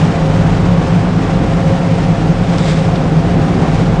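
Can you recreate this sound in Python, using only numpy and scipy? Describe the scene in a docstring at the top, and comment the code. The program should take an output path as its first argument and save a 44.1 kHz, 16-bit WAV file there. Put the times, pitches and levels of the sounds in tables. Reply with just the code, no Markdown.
"""A deep diesel throb fills the open deck of an icebreaker under way through sheet ice.
Exhaust tones beat in the funnel, uneven firing makes hull and deck boom, and fans whine
over a steady roar of ventilation and water. Wind and sliding ice hiss behind it all.
Once a slab scrapes along the hull in a gritty swish, with two small cracks,
and a floe grinds low after it."""
import sys
import numpy as np
from scipy import signal
from scipy.fft import rfft, irfft
from scipy.io import wavfile

SR = 44100
rng = np.random.default_rng(int(sys.argv[2]) if len(sys.argv) > 2 else 0)


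def wav_out(sig):
    """Save sig, one row per channel (or a flat mono array), as 16-bit PCM at SR to the path in sys.argv[1]."""
    wavfile.write(sys.argv[1], SR, np.round(np.clip(np.atleast_2d(sig).T, -1, 1) * 32767).astype(np.int16))


N = 176400
CYCLE_HZ = 5.277  # the medium-speed diesel's working cycles a second


def from_db(db):
    """Decibels to gain."""
    return 10 ** (np.asarray(db) / 20)


def unit_rms(x):
    """Scale to an rms of 1."""
    return x / np.sqrt(np.mean(x ** 2) + 1e-20)


def seconds():
    """Time of every sample."""
    return np.arange(N) / SR


def fader_db(points):
    """Level ride in dB through (time, level) points."""
    return np.interp(seconds(), *np.transpose(points))


def drift(rate_hz):
    """Random modulation with an rms of 1, rolling off above rate_hz."""
    hz = np.arange(N // 2 + 1) * SR / N
    return unit_rms(irfft(rfft(rng.standard_normal(N)) * (hz > 0) / (1 + (hz / rate_hz) ** 2) ** 2, N))


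def coloured(white, spectrum):
    """EQ unit white noise to a spectrum in dB per Hz."""
    hz, db = np.transpose(spectrum)
    bin_hz = np.maximum(np.arange(N // 2 + 1) * SR / N, 1)
    gain = from_db(np.interp(np.log(bin_hz), np.log(hz), db))
    return irfft(rfft(white) * gain, N) * np.sqrt(SR / 2)


def band(x, low_hz, high_hz):
    """Band-pass that is already ringing at the start."""
    sos = signal.butter(2, [low_hz, high_hz], "band", fs=SR, output="sos")
    return signal.sosfilt(sos, np.concatenate([x[-SR // 2:], x]))[-N:]


def swell(peak_s, hold_s, rise_db_per_s, fall_db_per_s):
    """Envelope that rises, holds at 1 around its peak and falls."""
    from_peak = seconds() - peak_s
    rise_db = rise_db_per_s * (from_peak + hold_s / 2)
    fall_db = -fall_db_per_s * (from_peak - hold_s / 2)
    return from_db(np.minimum(0, np.minimum(rise_db, fall_db)))


def tone(turns, db, waver_db=1.47):
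    """A sine whose level wavers in the moving air."""
    gain = from_db(db + waver_db * drift(2.7))
    return np.sqrt(2) * gain * np.sin(2 * np.pi * (turns + rng.random()))


# Strong exhaust tones: (order [multiple of the engine cycle])
EXHAUST_ORDERS = (5, 8, 10, 20, 27, 30, 33, 35)
# Their balance, order by order: (level [dB])
EXHAUST_DB = (-35.5, -29.5, -37, -25, -30, -20.5, -21.5, -33.5)
def exhaust(cycles):
    """The diesel's strong orders sound through the funnel; their beating makes the throb."""
    return sum(tone(order * cycles, db) for order, db in zip(EXHAUST_ORDERS, EXHAUST_DB))


# Boom of funnel, hull and deck: (centre [Hz], width [Hz], level [dB])
HULL_RESONANCES = [(48, 13, -36.5), (80.2, 18, -29), (108.4, 13.3, -22.5), (153.2, 27, -24.5),
                   (168.6, 23.5, -16.5), (183.5, 5.1, -26.5), (257.6, 40.5, -26), (412, 16, -38),
                   (456, 35, -32), (535, 30, -32.5), (689.7, 39, -30.5), (753, 81, -33)]
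def hull(cycles, firing_db=-7):
    """Uneven firing, alike in every engine cycle, and turbulence drive the ship's resonances."""
    size = int(SR / CYCLE_HZ)
    flat_spectrum = np.exp(2j * np.pi * rng.random(size // 2 + 1))
    one_cycle = unit_rms(irfft(flat_spectrum, size))
    firing = from_db(firing_db) * one_cycle[(cycles * size).astype(int) % size]
    boom = 0
    for hz, width, db in HULL_RESONANCES:
        drive = np.roll(firing, rng.integers(size)) + rng.standard_normal(N)
        boom += from_db(db) * unit_rms(band(drive, hz - width / 2, hz + width / 2))
    return boom


# Bass-heavy body of the roar: (frequency [Hz], density [dB per Hz])
ROAR_SPECTRUM = [(15, -62.5), (35, -46.5), (70, -44.5), (130, -41.5), (220, -46.5), (300, -45), (390, -50),
                 (620, -53), (900, -54.5), (1300, -59.5), (2000, -67.5), (4000, -76.5), (10000, -100)]
# Fader ride on the roar: (time [s], level [dB])
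ROAR_RIDE = [(0, 1.1), (.7, 1.5), (1.4, 0.4), (1.9, -0.7), (2.6, -.5), (3.1, 0), (3.7, 1), (4, 1)]
def roar(flutter_db=0.84):
    """Ventilation and water along the hull make a broad, fluttering rush."""
    rush = coloured(rng.standard_normal(N), ROAR_SPECTRUM)
    return rush * from_db(fader_db(ROAR_RIDE) + flutter_db * drift(44))


# Hums and whines: (pitch [Hz], level [dB], pitch wander [Hz])
MACHINE_HUMS = [(43.4, -32, .15), (118.5, -33.5, .3), (177.2, -26, 0.29), (415.4, -37, 2.0),
                (512.5, -39, 2.5), (785, -36, 1.8), (1373, -48.5, 0.23)]
def machines():
    """Auxiliary machinery hums and fans whine, each slightly unsteady in pitch."""
    return sum(tone(np.cumsum(hz + wander * drift(4.9)) / SR, db) for hz, db, wander in MACHINE_HUMS)


# Fader ride on the loudest fan: (time [s], level [dB])
FAN_RIDE = [(0, -29), (1.2, -32), (1.6, -27), (2.0, -27), (2.4, -32.5), (2.75, -27), (3.2, -34.5), (4, -32)]
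def fan(pitch_hz=535.6, wander_hz=2.085):
    """The loudest fan's whine comes and goes on the wind."""
    turns = np.cumsum(pitch_hz + wander_hz * drift(6.7)) / SR
    return tone(turns, fader_db(FAN_RIDE))


# Bright colour of the scrape at its height: (frequency [Hz], density [dB per Hz])
SCRAPE_SPECTRUM = [(700, -81.5), (1500, -70), (2200, -63), (2800, -69.5), (3500, -62.5), (4100, -68),
                   (4700, -68), (6200, -75.5), (7800, -73.5), (9000, -84), (10000, -90)]
def slab_scrape(grains_per_s=1300, spread_db=3.0, grit_share=0.55, judder_db=1.14):
    """A slab judders along the hull: a swell of tiny crushed grains over a smooth swish."""
    sizes = from_db(spread_db * np.minimum(rng.exponential(1, N), 4))
    signs = rng.choice([-1, 1], N)
    grit = unit_rms(sizes * signs * (rng.random(N) < grains_per_s / SR))
    swish = rng.standard_normal(N)
    friction = coloured(np.sqrt(grit_share) * grit + np.sqrt(1 - grit_share) * swish, SCRAPE_SPECTRUM)
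    pressure = swell(peak_s=2.682, hold_s=0.07, rise_db_per_s=61.5, fall_db_per_s=103)
    return pressure * from_db(judder_db * drift(80)) * friction


# Small snaps in the ice: (time [s], level [dB], top of the band [Hz])
CRACK_HITS = [(2.583, -24, 7000), (2.956, -26.5, 5150)]
def ice_cracks(decay_s=0.0072, low_hz=2300):
    """The ice cracks in short, bright bursts that die at once."""
    t, snaps = seconds(), 0
    for start_s, db, top_hz in CRACK_HITS:
        burst = band(rng.standard_normal(N), low_hz, top_hz)
        burst = unit_rms(band(burst, low_hz, top_hz))  # second pass for steeper edges
        envelope = (t >= start_s) * np.exp(-np.abs(t - start_s) / decay_s)
        snaps += from_db(db) * envelope * burst
    return snaps


# Dark colour of the grind at its height: (frequency [Hz], density [dB per Hz])
GRIND_SPECTRUM = [(130, -64), (230, -42), (300, -44), (370, -44), (450, -52.5), (700, -57), (1500, -95)]
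def floe_grind():
    """A floe presses on the hull with a dull, rough swell."""
    pressure = swell(peak_s=3.56, hold_s=0.089, rise_db_per_s=14, fall_db_per_s=42)
    return pressure * coloured(rng.standard_normal(N), GRIND_SPECTRUM)


# Airy bed of wind and ice: (frequency [Hz], density [dB per Hz])
HISS_SPECTRUM = [(500, -80.5), (1200, -67.5), (2000, -65.5), (3000, -69.5), (3800, -72.5), (4300, -75),
                 (5200, -75), (7000, -80), (8500, -84.5), (10000, -93.5)]
# Fader ride on the hiss: (time [s], level [dB])
HISS_RIDE = [(0, 2.2), (.3, 0.3), (.55, 0.5), (.85, 0.5), (1.15, -2), (1.55, 0.3), (1.75, -1), (2.05, 1.1),
             (2.35, -1.2), (2.7, 1.5), (3.05, -1), (3.35, 0), (3.55, -.4), (3.82, 1.8), (4, -2)]
def hiss(flutter_db=1.12):
    """Wind and ice slide past, swelling gently."""
    bed = coloured(rng.standard_normal(N), HISS_SPECTRUM)
    return bed * from_db(fader_db(HISS_RIDE) + flutter_db * drift(37))


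def scene():
    """Ship and ice in mono, heard from the rail; one engine drives both exhaust and hull."""
    engine_hz = CYCLE_HZ * (1 + 0.00041 * drift(1.8))  # the speed wanders a hair
    cycles = np.cumsum(engine_hz) / SR
    ship = exhaust(cycles) + machines() + fan() + hull(cycles) + roar()
    return (ship + hiss() + slab_scrape() + ice_cracks() + floe_grind())[None]


def record(dry, cutoff_hz=10050):
    """A soft clip rounds the highest peaks and a steep low-pass cuts the top."""
    rounded = dry / (1 + dry ** 8) ** (1 / 8)
    return signal.sosfilt(signal.ellip(12, 0.1, 90, cutoff_hz, fs=SR, output="sos"), rounded)


dry = scene()
out = record(dry)
wav_out(out)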